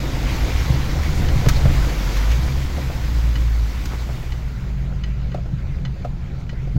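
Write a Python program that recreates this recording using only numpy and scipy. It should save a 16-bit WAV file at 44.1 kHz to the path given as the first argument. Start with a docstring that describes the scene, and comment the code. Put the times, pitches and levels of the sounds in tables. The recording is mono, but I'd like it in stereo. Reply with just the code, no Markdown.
"""A stereo microphone at the front seats of an SUV that wades through a muddy puddle onto a gravel trail.
From the start the engine booms in the cabin, the body rumbles and water washes over the wheel arches.
Bumps soon thump the body, mud smacks the panels, a loose metal piece clinks and the trim knocks.
From about four seconds the spray thins out into tyre crunch and the tread hums on firm ground,
with more bumps and rattles along the way."""
import sys
import numpy as np
from scipy import signal
from scipy.fft import rfft, irfft, next_fast_len
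from scipy.io import wavfile
from scipy.ndimage import uniform_filter1d, map_coordinates

SR = 44100
rng = np.random.default_rng(int(sys.argv[2]) if len(sys.argv) > 2 else 0)


def unload_audio(sound):
    """Save the sound as a 16-bit wav file, at the path given as the first command line argument."""
    columns = np.transpose(np.atleast_2d(sound))
    # keep every value between -1 and 1, then stretch to whole-number steps
    steps = np.round(np.clip(columns, -1, 1) * 32767)
    wavfile.write(sys.argv[1], SR, steps.astype(np.int16))


N = 298998

# roughness of the track, worst in the rut of the puddle: (time [s], level [dB])
TRACK_ROUGHNESS = [(0, 0), (1.0, 2), (1.2, 5), (1.72, 5.5), (2.1, -1.5), (2.75, 0.5), (3.6, -3), (5.4, -3),
                   (5.75, 0), (6.4, -4), (6.78, -0.5)]
SHORE_S, LEAVE_S = 3.797, 0.98  # the tyres start to leave the water, and take this long


def amp(db):
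    """Decibels to gain."""
    return 10 ** (np.asarray(db) / 20)


def unit(x):
    """Scale to rms 1."""
    return x / np.sqrt(np.mean(x ** 2) + 1e-20)


def along(points, hz):
    """(Hz, value) points read on a log axis."""
    f, v = np.transpose(points)
    return np.interp(np.log(hz + 1), np.log(f + 1), v)


def curve(points):
    """(time, value) points read at every sample."""
    return np.interp(np.arange(N) / SR, *np.transpose(points))


def ramp(start, length):
    """Rises from 0 to 1 over length seconds."""
    return np.clip((np.arange(N) / SR - start) / length, 0, 1)


def wobble(rate):
    """A smooth random curve, rate knots a second."""
    return map_coordinates(rng.standard_normal(int(N * rate / SR) + 4), [np.arange(N) * rate / SR])


def filtered(x, response):
    """Filter x by a response of frequency."""
    n = x.shape[-1]
    m = next_fast_len(n + 8192)
    return irfft(rfft(x, m) * response(np.fft.rfftfreq(m, 1 / SR)), m)[..., :n]


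def spread(pair, spectrum):
    """Two unrelated signals become a coloured stereo field, rms 1, that reaches the left port first."""
    # likeness of the two microphone ports: (frequency [Hz], correlation [0-1])
    likeness = [(60, .992), (130, .97), (290, .8), (640, .5), (1300, .6), (2500, .4), (7000, .28),
                (15000, .2)]

    def colour(hz):
        turn = np.arccos(np.clip(along(likeness, hz), -1, 1)) / 2
        return amp(along(spectrum, hz)) * np.array([np.cos(turn), np.sin(turn)])

    def left_first(hz):
        lead_s = along([(500, 0.0000084), (1200, 0.0004545)], hz)
        return np.exp(1j * np.outer([1, -1], np.pi * hz * lead_s))

    mid, side = filtered(pair, colour)
    return unit(filtered(np.array([mid + side, mid - side]), left_first))


def rush(patchy_db):
    """Two noises with patches of random gain in time and frequency."""
    z = signal.stft(rng.standard_normal((2, N)), nperseg=512)[2]
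    patches = uniform_filter1d(rng.standard_normal(z.shape[1:]), size=7, axis=0)
    patches = unit(uniform_filter1d(patches, size=9, axis=1))
    return unit(signal.istft(z * amp(patchy_db * patches), nperseg=512)[1][:, :N])


def grains(count, centre_hz, octaves, cycles, size_db):
    """Two streams of tiny damped rings of random pitch and size, rms 1."""
    start = rng.integers(0, 2 * N, (count, 1))
    hz = np.clip(centre_hz * 2 ** (octaves * rng.standard_normal((count, 1))), 100, SR / 3)
    size = amp(size_db * np.minimum(rng.exponential(size=(count, 1)), 4))
    k = np.arange(256)
    rings = size * np.sqrt(hz) * np.sin(2 * np.pi * hz * k / SR) * np.exp(-hz * k / SR / cycles)
    return unit(np.bincount((start + k).ravel(), rings.ravel(), 2 * N)[:2 * N].reshape(2, N))


def ring(modes, attack):
    """One blow on a set of modes, neighbours in opposite phase, each at a slightly new strength; peak 1."""
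    t = np.arange(SR // 3) / SR
    scatter_db = rng.standard_normal(len(modes))
    y = sum((-1) ** k * amp(db + scatter_db[k] - 60 * t / t60) * np.sin(2 * np.pi * hz * t)
            for k, (hz, db, t60) in enumerate(modes))
    y *= 1 - np.exp(-t / attack)
    return y / np.abs(y).max()


def burst(spectrum, t60, attack):
    """A short stereo puff of coloured noise; peak 1."""
    t = np.arange(SR // 3) / SR
    envelope = amp(-60 * t / t60) * (1 - np.exp(-t / attack))
    y = envelope * spread(rng.standard_normal((2, len(t))), spectrum)
    return y / np.abs(y).max()


def add(track, s, sound):
    """Mix a sound into a stereo track at time s."""
    part = track[:, max(round(s * SR), 0):][:, :sound.shape[-1]]
    part += sound[..., :part.shape[1]]


def resonance(hz, centre_hz, width_hz):
    """Gain of one air resonance of the cabin at a moving frequency."""
    return 1 / np.hypot(1, 2 * (hz - centre_hz) / width_hz)


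def engine():
    """Harmonics, roughened by uneven combustion, grow with effort and boom at the cabin's resonances."""
    # two surges through the mud, then a cruise: (time [s], firing rate [Hz])
    revs = [(0, 55.7), (.3, 48.77), (.85, 69.63), (1.25, 77.55), (1.65, 58.17), (2.1, 43.84), (2.5, 64.95),
            (2.7, 70.3), (3.08, 58.5), (3.75, 54.43), (4.25, 61.5), (4.9, 52.43), (5.55, 60.57), (6.78, 57)]
    # the driver pushes through the mud, then lifts off: (time [s], effort [dB])
    effort = [(0, -24.5), (.72, -17.5), (1.2, -14), (1.55, -26), (2.34, -11.5), (2.5, -17.5), (3.0, -19),
              (3.28, -14.5), (3.59, -15.5), (3.7, -23), (5.2, -24.5), (6.1, -33.5)]
    # weak upper harmonics: (multiple of the firing rate, level against the second [dB])
    overtones = [(3, -17.5), (4, -17), (5, -19)]
    hz = curve(revs)
    phase = 2 * np.pi * np.cumsum(hz) / SR
    fundamental = amp(0.94 * wobble(21.01)) * np.sin(phase + 0.17 * wobble(30))
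    upper = np.sin(2 * phase + .25 * wobble(32))
    for k, db in overtones:
        upper += amp(db + 2.5 * wobble(9.8)) * np.sin(k * phase + wobble(22))
    boom = resonance(hz, centre_hz=53.2, width_hz=11.4) * fundamental
    drone = amp(-13) * resonance(2 * hz, centre_hz=132, width_hz=33) * upper
    return np.sqrt(2) * amp(curve(effort)) * (boom + drone)


def ride():
    """Rough ground sways the body and rumbles up through the suspension."""
    # spectra of the body's motion: (frequency [Hz], level [dB])
    sway_colour = [(8, 10.5), (18, 12.5), (28, 12.5), (42, 15.5), (60, 13), (85, 10), (150, -53.5)]
    rumble_colour = [(40, -15.5), (70, -6), (95, -1.5), (135, 5), (170, -5.5), (200, -7), (250, -12),
                     (310, -21), (400, -22), (800, -72)]
    rough_db = curve(TRACK_ROUGHNESS)
    sway = amp(-24.5 + 1.45 * rough_db) * spread(rng.standard_normal((2, N)), sway_colour)
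    rumble = amp(-29.5 + rough_db) * spread(rng.standard_normal((2, N)), rumble_colour)
    return sway + rumble


def wash():
    """One flow drives slosh, spray and mist in the wheel arches; past the puddle, grit crunches instead."""
    # water and grit thrown by the tyres: (time [s], level [dB])
    flow = [(0.0, -37), (0.56, -34), (0.89, -36), (1.49, -36), (1.64, -35.5), (2.17, -34.5), (2.62, -39.5),
            (3.25, -40), (3.51, -42.5), (3.96, -41.5), (4.53, -47.5), (5.25, -48.5), (5.42, -50),
            (6.78, -50.5)]
    # spectra of the tyres in water: (frequency [Hz], level [dB])
    slosh_colour = [(150, -19), (245, 3.5), (305, 5.5), (400, -4), (510, 0.5), (640, -5), (740, -2.5),
                    (900, -8.5), (1300, -28), (3000, -51)]
    spray_colour = [(470, -20), (800, -2.5), (1000, 3.5), (1350, 2), (1700, -2.5), (1950, -2), (2220, -2),
                    (2550, -5.5), (3400, -4), (4200, -8), (5500, -7), (7200, -13), (8500, -46),
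                    (11700, -57)]
    mist_colour = [(5000, -51), (7500, 5), (8700, -5.5), (10800, -3.5), (11600, 0), (15800, -1)]
    # spectra of the tyres on dry ground: (frequency [Hz], level [dB])
    ground_colour = [(150, -33), (250, -6.5), (340, 1.5), (430, -3), (550, 0), (700, -1), (830, -3),
                     (1000, -5.5), (1400, -13), (3000, -67)]
    crunch_colour = [(500, -1), (700, -15), (900, -5), (1350, 1.5), (1750, -5.5), (2150, -5.5),
                     (2700, -8.5), (3800, -11.5), (5500, -16), (7300, -19.5), (8300, -35.5), (11000, -60)]
    ashore = ramp(SHORE_S, LEAVE_S)
    in_water, on_land = np.sqrt(1 - ashore), np.sqrt(ashore)
    # the mist thickens as the arches get soaked, outlasts the shore, then fades
    soaked_db = 2 * ramp(0, 2.8) - 11 * ramp(SHORE_S + 0.39, 0.98)
    slosh_db = 2 + 0.31 * curve(TRACK_ROUGHNESS)
    surge = wobble(22.12) + wobble(7)  # water and grit come off the tread in sheets
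    bubbles = grains(count=2500, centre_hz=670, octaves=0.77, cycles=0.69, size_db=2.5)
    drops = grains(count=9000, centre_hz=3690, octaves=1.0, cycles=1.07, size_db=-3.0)
    grit = grains(count=3000, centre_hz=2680, octaves=0.76, cycles=3.2, size_db=4.0)
    slosh = spread(rush(patchy_db=2.5) + 0.096 * bubbles, slosh_colour)
    ground = spread(rush(patchy_db=3.0), ground_colour)
    spray = spread(rush(patchy_db=1.4) + 0.29 * drops, spray_colour)
    crunch = spread(rush(patchy_db=2.24) + 0.16 * grit, crunch_colour)
    mist = spread(rush(patchy_db=1.5) + 0.46 * drops, mist_colour)
    low = amp(0.2 * surge) * (amp(slosh_db) * in_water * slosh + amp(2.5) * on_land * ground)
    thrown = amp(4.5 + 0.41 * surge) * (in_water * spray + on_land * crunch)
    high = amp(-8 + soaked_db + .5 * surge) * mist
    return amp(curve(flow)) * (low + thrown + high)


def swishes():
    """Narrow swells of hiss rise and fall over the wash."""
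    # brief swells: (time [s], length [s], relative level [dB], centre [Hz])
    swells = [(0.236, .12, -32.5, 2370), (0.469, 0.078, -33, 2300), (1.004, 0.097, -37, 2180),
              (1.122, .1, -42, 7000), (1.531, 0.068, -31.5, 4070), (2.287, 0.069, -32, 3030),
              (3.111, .14, -43, 5000), (3.85, 0.013, -37, 5450), (3.88, 0.098, -33, 1120),
              (6.367, .08, -56, 5770)]
    out = np.zeros((2, N))
    for s, length, db, hz in swells:
        swell = signal.windows.hann(round(length * SR))
        band = [(hz / 4, -45), (hz / 2, -14), (hz, 0), (hz * 2, -20), (hz * 4, -50)]
        add(out, s, amp(db - 1.5) * swell * spread(rng.standard_normal((2, len(swell))), band))
    return out


def bumps():
    """The suspension passes each jolt to the body's low modes, and again, softer, as it springs back."""
    # jolts from the track: (time [s], peak [dB])
    jolts = [(0.696, -5.5), (1.198, -9.5), (1.353, -8), (1.463, -4.5), (1.648, -4), (2.386, -11.5),
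             (3.433, -25), (4.09, -24), (5.374, -19), (5.528, -11), (6.754, -6.5)]
    # modes of the body: (frequency [Hz], level [dB], t60 [s])
    body_modes = [(65.8, -7.5, 0.33), (113.7, 3, 0.064), (141, 5.5, 0.073), (186, -2.5, 0.031),
                  (233, -5, 0.032), (310, -20, 0.043)]
    rebound_s, rebound_db = .041, -7.5
    out = np.zeros((2, N))
    for s, db in jolts:
        add(out, s, amp(db) * ring(body_modes, attack=0.0029))
        add(out, s + rebound_s, amp(db + rebound_db) * ring(body_modes, attack=0.0029))
    return out


def mud_smacks():
    """Mud and pebbles smack the panels outside, some dull, some bright."""
    # impacts: (time [s], peak [dB], tilt [dB per octave])
    smacks = [(1.033, -20, -2.5), (1.486, -7, 0.8), (1.496, -20, -10), (2.167, -15, 0), (2.314, -22, 1),
              (2.475, -18.5, -6), (3.855, -20.5, 1)]
    # spectrum of an impact: (frequency [Hz], level [dB])
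    colour = [(500, -28), (1200, 9), (2100, 2), (3000, -4), (4500, -3), (6500, -4), (9000, -19.5),
              (15000, -14)]
    out = np.zeros((2, N))
    for s, db, tilt in smacks:
        tilted = [(hz, level + tilt * np.log2(hz / colour[0][0])) for hz, level in colour]
        add(out, s, amp(db) * burst(tilted, t60=.04, attack=.002))
    return out


def metal_clinks():
    """A loose metal piece scrapes and rings at each contact."""
    # contacts: (time [s], ring peak [dB], scrape against the ring [dB])
    contacts = [(1.285, -27, 7.5), (1.487, -28, 4), (3.354, -22.5, -2), (4.32, -31, 4.5), (5.036, -25, -2),
                (5.316, -35, -1), (5.85, -26.5, -1), (6.492, -30.5, 3)]
    # modes of the piece: (frequency [Hz], level [dB], t60 [s])
    metal_modes = [(1450, -9, .05), (1930, -3, .1), (2010, -4, .085), (2880, -1, .06), (3010, 0, .07),
                   (3500, -9, .05), (4150, -6, .06), (4850, -6, .06), (6300, -11, .05)]
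    # spectrum of the scrape: (frequency [Hz], level [dB])
    scrape_colour = [(600, -5), (1300, 9.5), (3000, 0), (5000, -5.5), (7300, -12), (8400, -38),
                     (15000, -40)]
    out = np.zeros((2, N))
    for s, db, scrape_db in contacts:
        clink = ring(metal_modes, attack=.002)
        scrape = amp(scrape_db) * burst(scrape_colour, t60=0.049, attack=0.0016)
        add(out, s, amp(db) * (clink + scrape))
    return out


def trim_knocks():
    """Stones and trim knock: the contact cracks and the trim rings hollowly."""
    # knocks: (time [s], crack peak [dB], hollow ring peak [dB])
    knocks = [(1.46, -13.5, -26), (1.652, -12.5, -31), (2.779, -21, -26), (2.896, -30, -28),
              (3.931, -27.5, -45), (4.089, -28, -36), (4.233, -33, -34), (5.343, -21, -19),
              (5.38, -36, -29), (5.457, -31, -42), (6.046, -20.5, -16.5), (6.528, -30, -41),
              (6.672, -26.5, -40), (6.761, -28, -33)]
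    # modes of the trim: (frequency [Hz], level [dB], t60 [s])
    trim_modes = [(250, -9, .08), (365, -9, .08), (500, -3, .075), (590, -2, .07), (695, 0, .085),
                  (742, -6, .07), (1270, -11, .055), (1420, -14, .05)]
    # spectrum of the crack: (frequency [Hz], level [dB])
    crack_colour = [(200, -16), (330, 7.5), (700, 3.5), (1000, -6), (1350, -0.5), (1800, -15), (2800, -18),
                    (6000, -23.5), (9000, -38.5), (15000, -37)]
    out = np.zeros((2, N))
    for s, crack_db, hollow_db in knocks:
        hollow = amp(hollow_db) * ring(trim_modes, attack=0.00061)
        crack = amp(crack_db) * burst(crack_colour, t60=0.056, attack=0.002)
        add(out, s, hollow + crack)
    return out


def tread():
    """Tread blocks hum on firm ground in two wavering lines, a fourth apart, that slowly fade."""
    # hum of the tread: (time [s], pitch [Hz])
    pitch = [(4.2, 125.2), (4.8, 134.5), (5.25, 129.8), (6, 133.7), (6.78, 124)]
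    firm_for_s = np.maximum(np.arange(N) / SR - SHORE_S - LEAVE_S, 0)
    phase = 2 * np.pi * np.cumsum(curve(pitch)) / SR
    low = amp(1.8 * wobble(14)) * np.sin(phase + .35 * wobble(15))
    high = amp(1.8 * wobble(14)) * np.sin(phase * 4 / 3 + .35 * wobble(15))
    return ramp(SHORE_S, LEAVE_S) ** 2 * amp(-29 - 2.5 * firm_for_s) * (low + amp(-4.5) * high)


def cabin(x):
    """The padded cabin, close around the microphone, gives each channel its own short tail."""
    # decay of the cabin: (frequency [Hz], t60 [s])
    decay = [(100, 0.1), (1000, 0.064), (10000, 0.25)]
    hz, t, z = signal.stft(rng.standard_normal((2, SR // 5)), SR, nperseg=256)
    tail = signal.istft(z * amp(-60 * t / along(decay, hz)[:, None]), SR, nperseg=256)[1]
    return signal.fftconvolve(x, tail / np.linalg.norm(tail[0]), axes=1)[:, :N]


def scene():
    """Everything as it reaches the front seats; only the rattles get the cabin's tail."""
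    rattles = trim_knocks() + metal_clinks() + mud_smacks()
    driving = engine() + tread() + ride() + wash() + swishes() + bumps()
    return driving + rattles + amp(-8.0) * cabin(rattles)


def record(dry):
    """Each microphone port has its own colour, the band ends steeply, and both ends fade very briefly."""
    # balance of the ports: (frequency [Hz], left minus right [dB])
    balance = [(60, -.6), (250, -1), (700, -2.8), (1300, -4), (2200, -7), (5000, -7.5), (6800, -5),
               (8000, 3), (8800, 6), (10500, 3), (12000, 0)]
    top_hz = 15850
    fade = signal.windows.tukey(N, .001)
    return filtered(dry * fade, lambda hz: amp(np.outer([1, -1], along(balance, hz) / 2)) * (hz < top_hz))


dry = scene()
out = record(dry)
unload_audio(out)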